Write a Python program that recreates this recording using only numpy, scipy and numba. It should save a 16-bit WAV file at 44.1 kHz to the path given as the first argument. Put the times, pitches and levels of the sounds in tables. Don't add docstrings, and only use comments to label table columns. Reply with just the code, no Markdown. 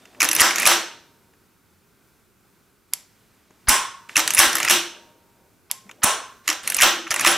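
import sys
import numpy as np
from scipy import signal
from scipy.fft import rfft, irfft, next_fast_len
from scipy.io import wavfile
from scipy.ndimage import uniform_filter1d
from numba import njit

SR = 44100
rng = np.random.default_rng(int(sys.argv[2]) if len(sys.argv) > 2 else 0)


def invert_db(level):
    return 10 ** (np.asarray(level, dtype=float) / 20)


def dump_mix(stems):
    frames = np.atleast_2d(stems).T
    limited = np.clip(frames, -1, 1)
    pcm = np.round(limited * 32767).astype(np.int16)
    wavfile.write(sys.argv[1], SR, pcm)


N = 325235


def colour(x, table):
    hz, db = np.transpose(table)
    size = next_fast_len(len(x))
    bins = np.log(np.arange(size // 2 + 1) * SR / size + 1)
    gain = invert_db(np.interp(bins, np.log(hz), db))
    return irfft(rfft(x, size) * gain, size)[:len(x)]


def level(x, db):
    return x * invert_db(db) / np.sqrt(np.mean(x ** 2))


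def mode(x, hz, t60):
    pole = np.exp(2j * np.pi * hz / SR - np.log(1000) / (t60 * SR))
    return signal.lfilter([1], [1, -pole], x).imag


def add(track, s, sound):
    start = int(s * SR)
    track[start:start + len(sound)] += sound[:N - start]


# frequency in Hz, density in dB per Hz.
HUSH_MID = [(12, -38), (20, -15), (114, -0.5), (147, -5), (194, -1.5), (304, -7.5), (392, -4), (490, -13.5),
            (597, -16.5), (1550, -12.5), (1690, -19), (2430, -18.5), (3120, -23.5), (3400, -22.5),
            (16400, -26)]
# frequency in Hz, density in dB per Hz.
HUSH_SIDE = [(12, -38), (20, -3.5), (96, -3), (747, -15.5), (1550, -20), (1690, -20), (4020, -30),
             (9600, -23.5), (16400, -50)]


def hush(table, db):
    steps = np.repeat(rng.standard_normal(N // 4096 + 1), 4096)[:N]
    waver_db = uniform_filter1d(steps, 4096)
    return level(colour(rng.standard_normal(N), table) * invert_db(waver_db), db)


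# frequency in Hz, time to fade by 60 dB in seconds.
ROOM_T60 = [(100, 0.99), (260, 0.55), (700, 0.35), (1840, 0.39), (4850, 0.39), (12800, 0.23)]
# frequency in Hz, level in dB.
ROOM_COLOUR = [(100, -10.5), (300, 12.5), (1000, 6), (3000, 0.5), (6000, -0.5), (10000, -4), (16000, -4.5)]


def room(x):
    room_db, rise_s = -14, 0.0048
    swell_db, swell_s = -1, 0.012
    late_db, late_stretch = -21.5, 1.88
    t, tail = np.arange(SR) / SR, 0
    hz, t60 = np.transpose(ROOM_T60)
    for centre in 88 * 2. ** np.arange(0, 7.6, .5):
        edges = [centre / 2 ** .25, centre * 2 ** .25]
        band_filter = signal.butter(2, edges, "band", fs=SR, output="sos")
        band = signal.sosfilt(band_filter, rng.standard_normal(SR))
        fade_db = -60 * t / np.interp(np.log(centre), np.log(hz), t60)
        tail = tail + band * (invert_db(fade_db) + invert_db(late_db + fade_db / late_stretch))
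    build_up = 1 - np.exp(-(t / rise_s) ** 2)
    swell = invert_db(swell_db * np.exp(-(t / swell_s) ** 2))
    tail = colour(tail * build_up * swell, ROOM_COLOUR)
    return signal.fftconvolve(x, tail / np.sqrt(np.sum(tail ** 2)))[:N] * invert_db(room_db)


# moment in seconds, peak in dB, fade in dB per second.
SHIFTS = [(0, -57, 60.5), (.2, -50.5, 199), (.95, -59, 60.5), (1.336, -73, 101), (3.0, -74, 39.5),
          (3.506, -65.5, 168.5), (3.67, -76, 204.5), (4.95, -56, 40.5), (5.396, -67, 67),
          (5.699, -78, 104.5), (5.87, -59.5, 61), (6.021, -60, 194.5)]


def shifts():
    t, rise_db_s = np.arange(N) / SR, 221.5
    loudness = np.zeros(N)
    for s, db, fade_db_s in SHIFTS:
        drop_db = np.where(t < s, rise_db_s * (s - t), fade_db_s * (t - s))
        loudness += invert_db(db - drop_db)
    return loudness


# start in seconds, end in seconds, final level in dB, rise in dB.
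STROKES = [(0, 0.204, -56, -1.5), (0.29, 0.424, -17.5, 45), (0.504, 0.658, -23, 12.5),
           (3.094, 3.668, -63.5, 0.5), (4.089, 4.15, -45.5, -4), (4.21, 4.417, -29, 5),
           (4.505, 4.68, -27, 4.5), (5.862, 6.015, -64.5, -5), (6.438, 6.47, -44, 17),
           (6.635, 6.823, -32.5, 2), (7.035, 7.255, -24, 46)]


def strokes():
    out = np.zeros(N)
    for start, end, db, rise_db in STROKES:
        to_go = np.linspace(1, 0, int((end - start) * SR))
        add(out, start, invert_db(db - rise_db * to_go ** 2))
    return out


# frequency in Hz, density in dB per Hz.
RUB_COLOUR = [(59, -47.5), (100, -9), (1130, -4.5), (1650, -3.5), (1800, -2), (8460, -11.5), (12700, -21),
              (16000, -45)]


def rub():
    grain_db = 3 * np.minimum(rng.exponential(size=N), 4)
    grit = rng.standard_normal(N) * invert_db(grain_db)
    cloth_filter = signal.butter(2, [200, 750], "band", fs=SR, output="sos")
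    cloth = signal.sosfilt(cloth_filter, rng.standard_normal(N))
    return level(colour(grit, RUB_COLOUR), -4.5) * strokes() + level(cloth, 0) * shifts()


# start in seconds, peak in dB, pitch in Hz.
JOLTS = [(0.208, -44, 153), (0.298, -45.5, 148), (0.409, -26.5, 94), (0.667, -31, 117.2),
         (3.682, -17, 44.7), (4.169, -30.5, 159), (4.389, -24, 81.4), (4.468, -36.5, 70.0),
         (4.548, -39, 154.6), (4.701, -43.5, 64.5), (6.04, -24, 104.5), (6.479, -56, 48.4),
         (6.768, -44.5, 26.9), (6.829, -29.5, 29.6), (7.104, -39.5, 121), (7.268, -33, 40.5)]


def jolts():
    out, t = np.zeros(N), np.arange(SR // 4) / SR
    for s, db, hz in JOLTS:
        add(out, s, 2 * invert_db(db) * np.sin(2 * np.pi * hz * t) * np.exp(-2.2 * hz * t))
    return signal.sosfilt(signal.butter(1, 30, "high", fs=SR, output="sos"), out)


# start in seconds, end in seconds, level in dB.
DRAGS = [
    (3.672, 3.684, -30.5),
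    (6.0195, 6.031, -38),
    (2.927, 2.935, -47.5),
    (5.70, 5.712, -43),
]
# frequency in Hz, density in dB per Hz.
DRAG_COLOUR = [(400, -33), (900, -0.5), (2800, -7), (5500, -13), (7000, -44.5)]


def drags():
    out = np.zeros(N)
    for start, end, db in DRAGS:
        swell = np.linspace(.4, 1, int((end - start) * SR))
        scrape = colour(rng.standard_normal(4096), DRAG_COLOUR)[:len(swell)]
        add(out, start, level(scrape * swell, db))
    return out


# start in seconds, end in seconds, level in dB.
SQUEALS = [
    (0.554, 0.672, -32),
    (4.586, 4.705, -34.5),
    (7.156, 7.26, -33),
]


def squeals():
    from_hz, to_hz, width_hz = 1800, 2917, 200
    out = np.zeros(N)
    for start, end, db in SQUEALS:
        way = np.linspace(0, 1, int((end - start) * SR))
        rough = uniform_filter1d(rng.standard_normal(len(way)), int(SR / width_hz / 2))
        phase = 2 * np.pi * np.cumsum(from_hz + (to_hz - from_hz) * way) / SR
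        swell = np.sqrt(np.sin(np.pi * way) ** 2 + way / 2)
        add(out, start, level(rough * np.sin(phase) * swell, db))
    return out


# moment in seconds, strength in dB.
UNLATCH_BLOWS = [
    (.225, -1),
    (4.176, -6.5),
    (6.487, -11.5),
]
BACK_BLOWS = [
    (.41, 0.29),
    (4.39, 0.88),
    (6.825, 0.64),
]
HOME_BLOWS = [
    (.672, 0.0042),
    (4.705, 0.0084),
    (7.265, 0),
]
HAMMER_BLOWS = [
    (3.695, 6.9),
    (6.04, 3.5),
]
RESET_BLOWS = [
    (2.936, -5),
    (5.711, 5),
]
# pitch in Hz, phase memory in seconds, time to fade by 60 dB in seconds, level in dB.
UNLATCH_RING = [(550, .01, .4, -36), (315, .2, .4, -28)]
BACK_RING = [(340, 0.067, 0.91, -32.5), (250, .04, 0.54, -37.5), (624, 0.0061, 0.35, -35),
             (1480, 0.0061, 0.16, -23.5), (1950, 0.003, .35, -24)]
HOME_RING = [(347, .15, .5, -26), (210, .04, .4, -37), (430, .04, .33, -38), (650, .01, .45, -38),
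             (1590, .012, .62, -36), (2700, .005, .4, -30)]
HAMMER_RING = [(840, .025, .33, -31), (2900, .002, .42, -29), (1070, .02, .56, -26), (260, .02, .15, -30),
               (400, .02, .4, -41), (1500, .005, .62, -33), (3470, .006, .42, -34), (9700, .003, .25, -30)]
RESET_RING = [(900, .01, .12, -48)]
# start in seconds, pitch in Hz, phase memory in seconds, time to fade by 60 dB in seconds.
STRAY_RINGS = [(0, 3600, 1, .5), (.672, 10960, .02, .22), (3.7, 10960, .1, .1), (7.277, 10960, .05, .3),
               (.672, 930, 8, 2.2), (3.692, 930, 8, 1.5), (4.7, 930, 8, 1.9), (5.73, 1060, .5, .6),
               (5.85, 200, .1, .2), (3.505, 600, .003, .05), (7.11, 600, .01, .4),
               (2.937, 5000, .0015, .35)]
STRAY_DB = [-62.5, -21, -26, -23, -48, -43, -52, -52, -50, -51, -36.5, -55]


def rings():
    kinds = [(UNLATCH_BLOWS, UNLATCH_RING), (BACK_BLOWS, BACK_RING), (HOME_BLOWS, HOME_RING),
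             (HAMMER_BLOWS, HAMMER_RING), (RESET_BLOWS, RESET_RING)]
    struck = []
    for blows, ring in kinds:
        for s, hard_db in blows:
            struck += [(s, hz, memory_s, t60, db + hard_db) for hz, memory_s, t60, db in ring]
    struck += [(*ring, db) for ring, db in zip(STRAY_RINGS, STRAY_DB)]
    out, t = np.zeros(N), np.arange(SR) / SR
    onset = 1 - np.exp(-t / 0.0013)
    for s, hz, memory_s, t60, db in struck:
        tone = level(mode(rng.standard_normal(2 * SR), hz, memory_s)[SR:], 0)
        tone = mode(tone, hz, min(memory_s, .03))
        add(out, s, tone / tone[:SR // 8].std() * invert_db(db - 60 * t / t60) * onset)
    return out


def blur(blow):
    power = uniform_filter1d(np.abs(rfft(blow)) ** 2, size=28)
    return np.roll(irfft(np.sqrt(power + 1e-18)), 128)


# start in seconds, peak in dB, level thrown into the room in dB.
SEAR_SNAPS = [
    (2.9354, -1.5, -3),
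    (5.7132, -3.5, 0),
]
# pitch in Hz, level in dB, time to fade by 60 dB in seconds.
SEAR_MODES = [(1010, -19.5, .008), (2200, -14, 0.0058), (2900, -17.5, 0.0071), (3500, -12.5, 0.011),
              (4370, -12.5, 0.0092), (4600, -10, 0.0067), (5420, -12, .007), (6200, -9.5, 0.011),
              (7250, -5, .005), (8550, -8, 0.0074), (10050, -2.5, .003), (11420, -1, 0.006),
              (12600, -9.5, 0.0033), (13900, -10.5, .004)]


def sear():
    double_s, double_db = .0004, -6
    rattle_db, rattle_s = -31, .005
    out = np.zeros((2, N))
    for s, db, throw_db in SEAR_SNAPS:
        push = invert_db(rattle_db) * rng.standard_normal(2048) * np.exp(-np.arange(2048) / SR / rattle_s)
        push[[0, int(double_s * SR)]] = 1, invert_db(double_db)
        ring = 0
        for k, (hz, mode_db, t60) in enumerate(SEAR_MODES):
            ring = ring + (-1) ** k * invert_db(mode_db) * mode(push, hz, t60)
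        peak = np.abs(ring).max()
        add(out[0], s, ring / peak * invert_db(db))
        add(out[1], s, blur(blur(ring)) / peak * invert_db(db + throw_db))
    return out


def strike(push, family, centre_hz, t60, spread):
    focus_width, scatter_db, detune = .8, 2.5, .05
    ring = 0
    for k, (hz, db) in enumerate(family):
        focus = np.exp(-(np.log(hz / centre_hz) / focus_width) ** 2)
        gain = (-1) ** k * focus * invert_db(db + scatter_db * spread[k])
        ring = ring + gain * mode(push, hz * (1 + detune * spread[-k - 1]), t60)
    return ring


# pitch in Hz, level in dB.
BODY = [(830, -3), (1070, 4.5), (1390, 3.5), (1600, 3), (1900, 6.5), (2250, 4.5), (2800, 2.5)]
PARTS = [(3550, -7), (4400, -3.5), (5200, 0.8), (6000, 4.66), (6700, 4.44), (7500, 0.7)]
EDGES = [(8700, -3), (9600, 5.5), (10800, 5.5), (11900, -3), (13200, -9), (14800, -13.5)]
MODE_T60_S = (.006, .004, .0014)


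def contacts(table, chatter_s, loose_db=0):
    creep_db, creep_s = -17, 0.0018
    rattle_db, rattle_s = -7.5, 0.0042
    steel_low_hz = 665.7
    near, far = np.zeros(N), np.zeros(N)
    t = np.arange(2048) / SR - .01
    after = np.maximum(t, 0)
    snap = np.sqrt(after / chatter_s) * np.exp(-after / chatter_s)
    creep = invert_db(creep_db) * np.exp(t / creep_s)
    rattle = invert_db(rattle_db) * np.exp(-t / rattle_s)
    shape = snap + invert_db(loose_db) * np.where(t < 0, creep, rattle)
    impulse = 1. * (t == t[0])
    for s, body_db, parts_db, edges_db, throw_db, centre_hz in table:
        push = rng.standard_normal(len(t)) * shape
        spreads = rng.standard_normal((3, 16))
        centres, levels = (centre_hz, 5500, 11000), (body_db, parts_db, edges_db)
        layers = zip((BODY, PARTS, EDGES), centres, MODE_T60_S, levels, spreads)
        for family, hz, t60, db, spread in layers:
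            ring = strike(push, family, hz, t60, spread)
            ring = ring / np.abs(ring).max() * invert_db(min(db, 0))
            blow = blur(strike(impulse, family, hz, t60 / 3, spread / 3))
            same_energy = np.sqrt(np.sum(ring ** 2) / np.sum(blow ** 2))
            add(near, s + t[0], ring)
            add(far, s, blow * same_energy * invert_db(throw_db))
    return signal.sosfilt(signal.butter(3, steel_low_hz, "high", fs=SR, output="sos"), [near, far])


def layered(table, throw_db, centre_hz):
    s, db, bright = np.transpose(table)[:3]
    parts_db = db + 0.47 * bright + 0.5
    return np.transpose(np.broadcast_arrays(s, db, parts_db, db + bright, throw_db, centre_hz))


# start in seconds, body peak in dB, brightness in dB, body centre in Hz.
TRIGGER = [(.0546, -37.5, -13.5, 2320), (.1479, -40, -26, 1530), (.2042, -11, -2.5, 1840),
           (1.337, -50, -19, 1217), (3.5073, -45.5, -18, 1060), (3.6835, -9.5, -31, 990),
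           (3.6867, -14, 11, 1494), (4.0938, -25, -28, 1640), (4.1289, -40.5, -29.5, 1950),
           (5.8933, -32, -17, 1150), (5.9128, -33.5, -9, 2000), (6.0308, -13.5, -27, 1390),
           (6.0349, -13.5, 7.5, 1586)]


def trigger():
    rows = layered(TRIGGER, -5, np.transpose(TRIGGER)[3])
    return contacts(rows, chatter_s=.00015, loose_db=-8)


# start in seconds, body peak in dB, small parts minus body in dB, edges minus body in dB.
UNLATCH = [(0.208, -13.5, 0, -9.5), (0.217, -2.5, -6.5, -12), (0.228, -10, 0, -7.5),
           (0.236, -12.5, -9, -10.5), (0.244, -13.5, -5, -3.5), (0.25, -13, -1, -8.5),
           (4.157, -7, -12.5, -14.5), (4.166, -10.5, -1, -3.5), (4.166, -7.5, -1.5, -8),
           (4.176, -10, -1.5, -6), (4.185, -15, -14.5, -9.5), (4.193, -12.5, -6, -6.5),
           (4.196, -18, -6.5, -8), (4.201, -13, -3, -16.5), (6.477, -6.5, -7.5, -13),
           (6.488, -11.5, -3, -8.5), (6.5, -13, 0.5, -9), (6.513, -15.5, -13.5, -18.5),
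           (6.527, -24, 1, -7.5)]
PULL = [(0.288, -13, -0.5, -3), (0.313, -13.5, 3, -4), (0.33, -12.5, -10.5, -5), (0.35, -22.5, 2, 8),
        (0.363, -14.5, 0.5, -2), (0.386, -15.5, -7, -12), (0.391, -14.5, -6.5, -13), (0.397, -3, -9, -11.5),
        (4.276, -11.5, 0.5, -4), (4.305, -13, 0, 0.5), (4.336, -21, 0, 3.5), (4.347, -18, -1.5, 8),
        (4.368, -13.5, -6, -12), (4.374, -9, -5.5, -14.5), (4.38, -9, -5.5, -2), (6.632, -41, -10, 2.5),
        (6.675, -14, -4.5, 0.5), (6.7, -20, 6, 2.5), (6.72, -14.5, -14, -8), (6.745, -22, 3, 10),
        (6.766, -20.5, 0.5, 6.5), (6.782, -18, -9.5, -19.5), (6.786, -12.5, -3.5, -19),
        (6.794, -13.5, -8, -11.5), (6.802, -9.5, -8, -15), (6.81, -4.5, -9, -9)]
PUSH = [(0.508, -10.5, -9.5, -16.5), (0.558, -15, 1, -7), (0.582, -11.5, -5.5, -8.5),
        (0.598, -15.5, -6.5, -3.5), (0.619, -15, -7, -10.5), (0.629, -12.5, -9.5, -10),
        (0.654, -6.5, -7.5, -9.5), (0.715, -5, -12, -18), (4.432, -3, -13, -23), (4.453, -11, -11, -16.5),
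        (4.499, -18.5, -9, -22), (4.529, -20, -0.5, -4.5), (4.553, -10.5, -3, -4.5),
        (4.567, -15.5, -3.5, -5), (4.582, -13.5, -9, -11), (4.601, -11, -6, -10), (4.629, -12.5, -1.5, -12),
        (4.648, -11, -7.5, -8), (4.677, -8.5, -13, -28), (4.684, -12.5, -2, -11), (4.721, -12, -8, -10.5),
        (7.068, -21.5, -23, -31), (7.076, -26, -11.5, -19), (7.106, -15.5, -1.5, -7),
        (7.111, -16, 1.5, -7.5), (7.116, -10, -9, -20), (7.124, -18.5, -12.5, -3), (7.141, -13, -9.5, -4),
        (7.161, -12, -5, -8.5), (7.194, -14, -4, -10.5), (7.208, -25, 2, 5), (7.211, -15, -4.5, -5),
        (7.247, -4, -11, -14.5)]
# extra level thrown into the room in dB, body centre in Hz.
UNLATCH_WAY = (4.2, 2200)
PULL_WAY = (.3, 2400)
PUSH_WAY = (.3, 1600)


def ticks():
    lag_s, body_trim_db, parts_trim_db = .0006, -0.37, 3.5
    edges_trim_db, edges_contrast = 6, 1.1
    rows = []
    for table, way in ((UNLATCH, UNLATCH_WAY), (PULL, PULL_WAY), (PUSH, PUSH_WAY)):
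        for s, db, parts, edges in table:
            parts_db = db + parts + parts_trim_db
            edges_db = db + edges_contrast * edges + edges_trim_db
            rows.append((s + lag_s, db + body_trim_db, parts_db, edges_db, *way))
    return contacts(rows, chatter_s=.00028)


# start in seconds, body peak in dB, brightness in dB,
# extra level thrown into the room in dB, body centre in Hz.
SLAMS = [(0.4044, -7.5, 3, 3, 2000), (0.4102, -9.5, 3, 8, 1700), (.4163, -4, 0, 14.5, 1500),
         (0.663, -7.5, 2, 18, 2464), (.6722, -11, 8.5, 9.5, 2300), (3.6914, -6, 7, 13, 1159),
         (3.7, -16, 3.5, 14, 1294), (4.3872, -7.5, 1.5, 4, 2075), (4.3909, -3, 5, 13.5, 1897),
         (4.3997, -4, 0, 7.5, 1500), (4.6941, -20, -1.5, 6.5, 2580), (4.6976, -10, 0.5, 19, 2590),
         (4.706, -15.5, 1, 4, 2403), (4.7103, -11, 0.5, 11, 2310), (6.0387, -12, 6, 7, 1109),
         (6.0432, -10.5, 6, 16, 1190), (6.8178, -8.5, -2, 6.5, 2200), (6.8215, -2.5, -3, 15, 1987),
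         (6.8325, -9.5, 1, 9, 1772), (7.2581, -14, -3.5, 12.5, 2310), (7.2632, -5.5, -7.5, 14, 2403),
         (7.271, -12.5, 1.5, 4, 2200), (7.2771, -11.5, 0.5, 15, 1915)]


def slams():
    rows = layered(SLAMS, *np.transpose(SLAMS)[3:])
    return invert_db(1.5) * contacts(rows, chatter_s=0.0017)


# frequency in Hz, side minus mid in dB.
SIDE_COLOUR = [(60, -10), (110, -5), (200, -12), (380, -17), (700, -19), (1290, -18), (2380, -17),
               (4400, -12), (8120, -3), (15000, -19)]


def scene():
    near, far = ticks() + trigger() + slams() + sear()
    slide, thumps, ringing = rub() + squeals() + drags(), jolts(), rings()
    mid = near + slide + room(far + slide) + ringing + thumps
    apart = 0.47 * np.roll(near + slide, 3) + room(far + slide) + .7 * np.roll(ringing, 9)
    side = colour(apart, SIDE_COLOUR) + invert_db(-5) * np.roll(thumps, 330)
    mid, side = mid + hush(HUSH_MID, -61), side + hush(HUSH_SIDE, -70)
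    return np.array([mid + side, mid - side])


# moment in seconds, depth in dB.
DUCKS = [
    (.424, 3.5),
    (.678, 4),
    (3.699, 3),
    (4.405, 1.5),
    (4.714, 1.5),
    (6.047, 5.5),
    (6.845, 1.5),
    (7.281, 3),
]


def ducking():
    db, t = np.zeros(N), np.arange(SR // 4) / SR
    for s, depth_db in DUCKS:
        add(db, s, -depth_db * np.exp(-(t / .035) ** 2))
    return invert_db(uniform_filter1d(db, size=80))


@njit
def limiter(size, top, ratio, attack, release):
    gain, e = np.ones(len(size)), 0.
    for i in range(len(size)):
        e += (size[i] - e) * (attack if size[i] > e else release)
        if e > top:
            gain[i] = (top / e) ** (1 - 1 / ratio)
    return gain


def band_limit(x):
    return signal.sosfilt(signal.butter(12, 16510, fs=SR, output="sos"), x)


# frequency in Hz, level in dB.
MIC = [(20, -4.5), (11000, -2), (15000, 0.5), (16500, -20.5)]
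# frequency in Hz, left minus right in dB.
LEAN = [(30, -6), (60, 0.6), (125, -1.5), (250, -1.5), (500, 1.5), (1000, -0.86), (2380, -1), (4400, -1),
        (8120, 0.1), (15000, 1)]


def record(dry):
    attack_s, release_s = .0006, 0.0073
    ports = []
    for port, sign in zip(dry, (1, -1)):
        half_lean = np.array(LEAN) * [1, sign / 2]
        ports.append(colour(colour(port, MIC), half_lean))
    dry = np.array(ports)
    peaks = np.abs(dry).max(axis=0)
    gain = limiter(peaks, invert_db(-11.5), 1.6, 1 / (attack_s * SR), 1 / (release_s * SR)) * ducking()
    mix = np.tanh(dry * gain * 1.466) / 0.99
    return band_limit(mix)


dry = scene()
out = record(dry)
dump_mix(out)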